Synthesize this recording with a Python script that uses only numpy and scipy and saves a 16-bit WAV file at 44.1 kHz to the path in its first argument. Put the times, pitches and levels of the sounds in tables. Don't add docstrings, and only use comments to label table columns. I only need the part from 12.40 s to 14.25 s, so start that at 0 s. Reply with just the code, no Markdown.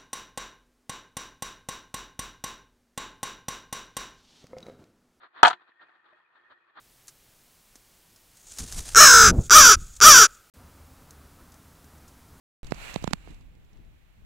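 import sys
import numpy as np
from scipy import signal
from scipy.fft import rfft, irfft
from scipy.io import wavfile
from scipy.ndimage import uniform_filter1d

SR = 44100
rng = np.random.default_rng(int(sys.argv[2]) if len(sys.argv) > 2 else 0)


def output_pcm(signal):
    pcm = np.clip(np.atleast_2d(signal).T, -1, 1) * 32767
    wavfile.write(sys.argv[1], SR, np.round(pcm).astype(np.int16))


N = 81585
T = np.arange(N) / SR

# start_s, push_db, push_width_ms, thud_db, thud_pitch_hz,
# snap_db, snap_width_ms, snap_lead_ms, scuff_db, scuff_fade_ms
FINGER_KNOCKS = [(0.3225, -10, 0.35, -18.5, 133.6, -6.5, 0.044, 0.72, -28.5, 1.37),
                 (0.5611, -14.5, 0.17, -14, 168, -11.5, 0.021, 0.71, -24, 1.03),
                 (0.6427, -14.5, 0.2, -15.5, 144.6, -25, .04, 0.55, -26, 1.64),
                 (0.677, -16.5, 0.16, -13.5, 174, -15.5, .045, 0.52, -27.5, 1.9),
                 (.7100, -37, .25, -26.5, 270, -44, .05, .6, -40.5, 2.6),
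                 (.7345, -12.5, 0.62, -17, 182, 0, 0.011, 0.574, -23.5, 1.8),
                 (0.8758, -33, 0.3, -39, 273, -31, 0.051, .5, -63, 3)]
# frequency_hz, gain_db
SNAP_TONE = [(100, -1), (400, -5), (650, 1.5), (1400, 4), (2300, -2), (3100, -6), (4300, -2), (6000, -9),
             (8000, -8), (9000, -28), (10500, -16), (16000, -33)]
# frequency_hz, gain_db
SCUFF_TONE = [(100, -2), (900, 9), (2000, 1), (4300, 0.5), (6000, -3.5), (8000, -4.5), (9000, -27),
              (10500, -16), (16000, -29)]
# start_s, scuff_db, fade_ms, push_db, left_gain_db
SKIN_BRUSHES = [(.2470, -42.5, 1.2, -37.5, -8), (0.269, -39.5, 3.5, -38, -36), (0.3099, -39, 2.6, -29, -41),
                (0.345, -40, 3.8, -30.5, -29), (0.542, -32, 3.1, -29, -22), (.6260, -39.5, 2.7, -25.5, -30),
                (0.9072, -53, 4.2, -34, -34), (.9460, -52.5, 1.7, -63, -16), (1.011, -55.5, 2.3, -50, -24),
                (1.153, -61, 2.3, -52, -18), (1.25, -62, 2.6, -53, -14), (1.332, -61, 3.9, -43, -22),
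                (1.373, -59, 1.2, -66, -21), (1.449, -65, 2.7, -58, -15)]
# frequency_hz, gain_db
BRUSH_TONE = [(100, -2.5), (900, 2), (2000, -8.5), (4000, -2), (6000, -3.5), (7800, -5.5), (9000, -19),
              (11000, -17), (16000, -27)]
# time_s, level_db
SLEEVE_LEVEL = [(.23, -58), (.33, -56), (.38, -47), (.43, -42.5), (.51, -43), (.59, -51), (.68, -55),
                (.77, -61), (.9, -58.5), (1.0, -66.5)]
# frequency_hz, left_db, right_db
SLEEVE_TONE = [(100, -20.5, -17.5), (400, -9.5, -9), (650, -7.5, -7.5), (1080, -7, -5.5), (1720, -11, -4.5),
               (2150, -12, -3), (2410, -11, 0), (2730, -13.5, 1), (3200, -14.5, -11), (4200, -18.5, -8),
               (5000, -23.5, -18), (5800, -28, -16), (7760, -28, -11), (8900, -24.5, -24),
               (10500, -22.5, -22), (16000, -30, -30)]
# time_s, level_db
GRIP_LEVEL = [(.23, -42.5), (.33, -44), (.5, -48), (.62, -46), (.78, -48.5), (.92, -48), (1.06, -48.5),
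              (1.22, -50.5), (1.3, -56.5), (1.39, -50.5), (1.52, -51), (1.6, -57.5), (1.74, -59.5),
              (1.85, -48)]
# frequency_hz, left_db, right_db
GRIP_TONE = [(10, -8, -13), (38.8, 2.5, -0.5), (80, -7.5, -8.5), (124.5, -13, -11.5), (227, -20, -17.5),
             (410, -32.5, -29.5), (810, -41.5, -34.5), (3000, -86, -94)]
# middle_s, half_length_s, left_db, right_db
PALM_RUBS = [(0.897, 0.033, -77, -46.5), (1.37, 0.055, -59, -62)]
# frequency_hz, gain_db
RUB_TONE = [(60, 3.5), (200, -1.5), (330, 2), (550, -14), (1200, -20.5), (4000, -25), (16000, -57)]
# frequency_hz, left_db, right_db
HISS_TONE = [(100, 10.5, 2.5), (500, -1, -2.5), (1000, -3.5, -3), (1460, -5, -4), (2010, -6.5, -0.5),
             (2506, -11, 1), (4000, -8.5, -10.5), (5070, -18.5, -15), (7600, -24, -12.5),
             (9000, -19.5, -22), (11900, -18, -18), (16000, -18, -19)]


def finger_knocks():
    pushes, snaps, scuffs = np.zeros((3, N))
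    for (start, push_db, push_ms, thud_db, thud_hz,
         snap_db, snap_ms, lead_ms, scuff_db, scuff_ms) in FINGER_KNOCKS:
        contact = start - lead_ms / 1e3
        rebound = start + 2.24 * push_ms / 1e3
        pushes += air_push(start, push_db, push_ms) + fingertip_thud(rebound, thud_db, thud_hz)
        release = air_push(contact, 0, snap_ms)
        snaps -= 2 * gain(snap_db) * release / (release.sum() + 1e-20)
        scuffs += gain(scuff_db) * np.exp(-abs(T - contact) * 1e3 / scuff_ms)
    friction = shape_tone(scuffs * rng.standard_normal(N), SCUFF_TONE)
    sound = port(air_pocket(pushes) + shape_tone(snaps, SNAP_TONE) + friction)
    return np.array([gain(-36) * sound, sound])


def air_push(peak_s, level_db, width_ms):
    return gain(level_db) * np.exp(-0.5 * ((T - peak_s) * 1e3 / width_ms) ** 2)


def fingertip_thud(start_s, level_db, pitch_hz, fade_ms=4.07):
    age = np.maximum(T - start_s, 0)
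    return -gain(level_db) * np.sin(2 * np.pi * pitch_hz * age) * np.exp(-age * 1e3 / fade_ms)


def air_pocket(push, pitch_hz=873):
    ring = signal.lfilter(*signal.iirpeak(pitch_hz, Q=1.22, fs=SR), push)
    return push + gain(-2.5) * ring


def port(sound, cutoff_hz=58):
    return signal.lfilter(*signal.butter(1, cutoff_hz, "high", fs=SR), sound)


def skin_brushes(rise_s=0.0016):
    out = np.zeros((2, N))
    friction = shape_tone(rng.standard_normal(N), BRUSH_TONE)
    for start, scuff_db, fade_ms, push_db, left_db in SKIN_BRUSHES:
        age = T - start
        rise_and_fall = np.exp(np.minimum(age / rise_s, -age * 1e3 / fade_ms))
        push = port(air_push(start, push_db, width_ms=0.28 * fade_ms))
        sound = gain(scuff_db) * rise_and_fall * friction + push
        out += [gain(left_db) * sound, sound]
    return out


def sleeve_rustle(grain_s=0.0033, grain_db=1.1, fade_db_per_s=130):
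    grain = normalize(uniform_filter1d(rng.standard_normal(N), round(grain_s * SR)))
    swell_db = np.interp(T, *np.transpose(SLEEVE_LEVEL))
    fade_db = fade_db_per_s * np.maximum(T - SLEEVE_LEVEL[-1][0], 0)
    return stereo_noise(SLEEVE_TONE) * gain(swell_db - fade_db + grain_db * grain)


def grip_rumble():
    level_db = np.interp(T, *np.transpose(GRIP_LEVEL))
    out = stereo_noise(GRIP_TONE) * gain(level_db)
    for middle, half_length, left_db, right_db in PALM_RUBS:
        swell = np.exp(-((T - middle) / half_length) ** 2)
        rub = shape_tone(rng.standard_normal(N), RUB_TONE) * swell
        out += gain([[left_db], [right_db]]) * rub
    return out


def hiss(level_db=-65.5):
    return gain(level_db) * stereo_noise(HISS_TONE)


def gain(db):
    return 10 ** (np.asarray(db) / 20)


def normalize(sound):
    return sound / np.sqrt(np.mean(sound ** 2) + 1e-20)


def shape_tone(sound, tone, size=8192):
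    hz, db = np.transpose(tone)
    curve_db = np.interp(np.log(np.fft.rfftfreq(size, 1 / SR) + 1), np.log(hz), db)
    log_gain = np.log(gain(np.r_[curve_db, curve_db[-2:0:-1]]))
    spectrum = np.exp(np.conj(signal.hilbert(log_gain)))
    ring = np.fft.ifft(spectrum).real[:size // 2]
    return signal.fftconvolve(sound, ring / np.linalg.norm(ring))[:N]


def stereo_noise(tone):
    hz, *sides = np.transpose(tone)
    log_hz = np.log(np.fft.rfftfreq(N, 1 / SR) + 1)
    curves = gain([np.interp(log_hz, np.log(hz), side) for side in sides])
    spectrum = rfft(rng.standard_normal((2, N)))
    return normalize(irfft(spectrum * curves, N))


def scene():
    return finger_knocks() + skin_brushes() + sleeve_rustle() + grip_rumble() + hiss()


def record(dry, open_s=0.2318, pop_db=-33, pop_fade_s=0.018, top_hz=16000):
    pop = -gain(pop_db) * np.exp(-np.maximum(T - open_s, 0) / pop_fade_s)
    live = (dry + pop) * (T >= open_s)
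    treble_cut = signal.firwin(255, top_hz, window=("kaiser", 9), fs=SR)
    return signal.oaconvolve(live, treble_cut[None], "same")


dry = scene()
out = record(dry)
output_pcm(out)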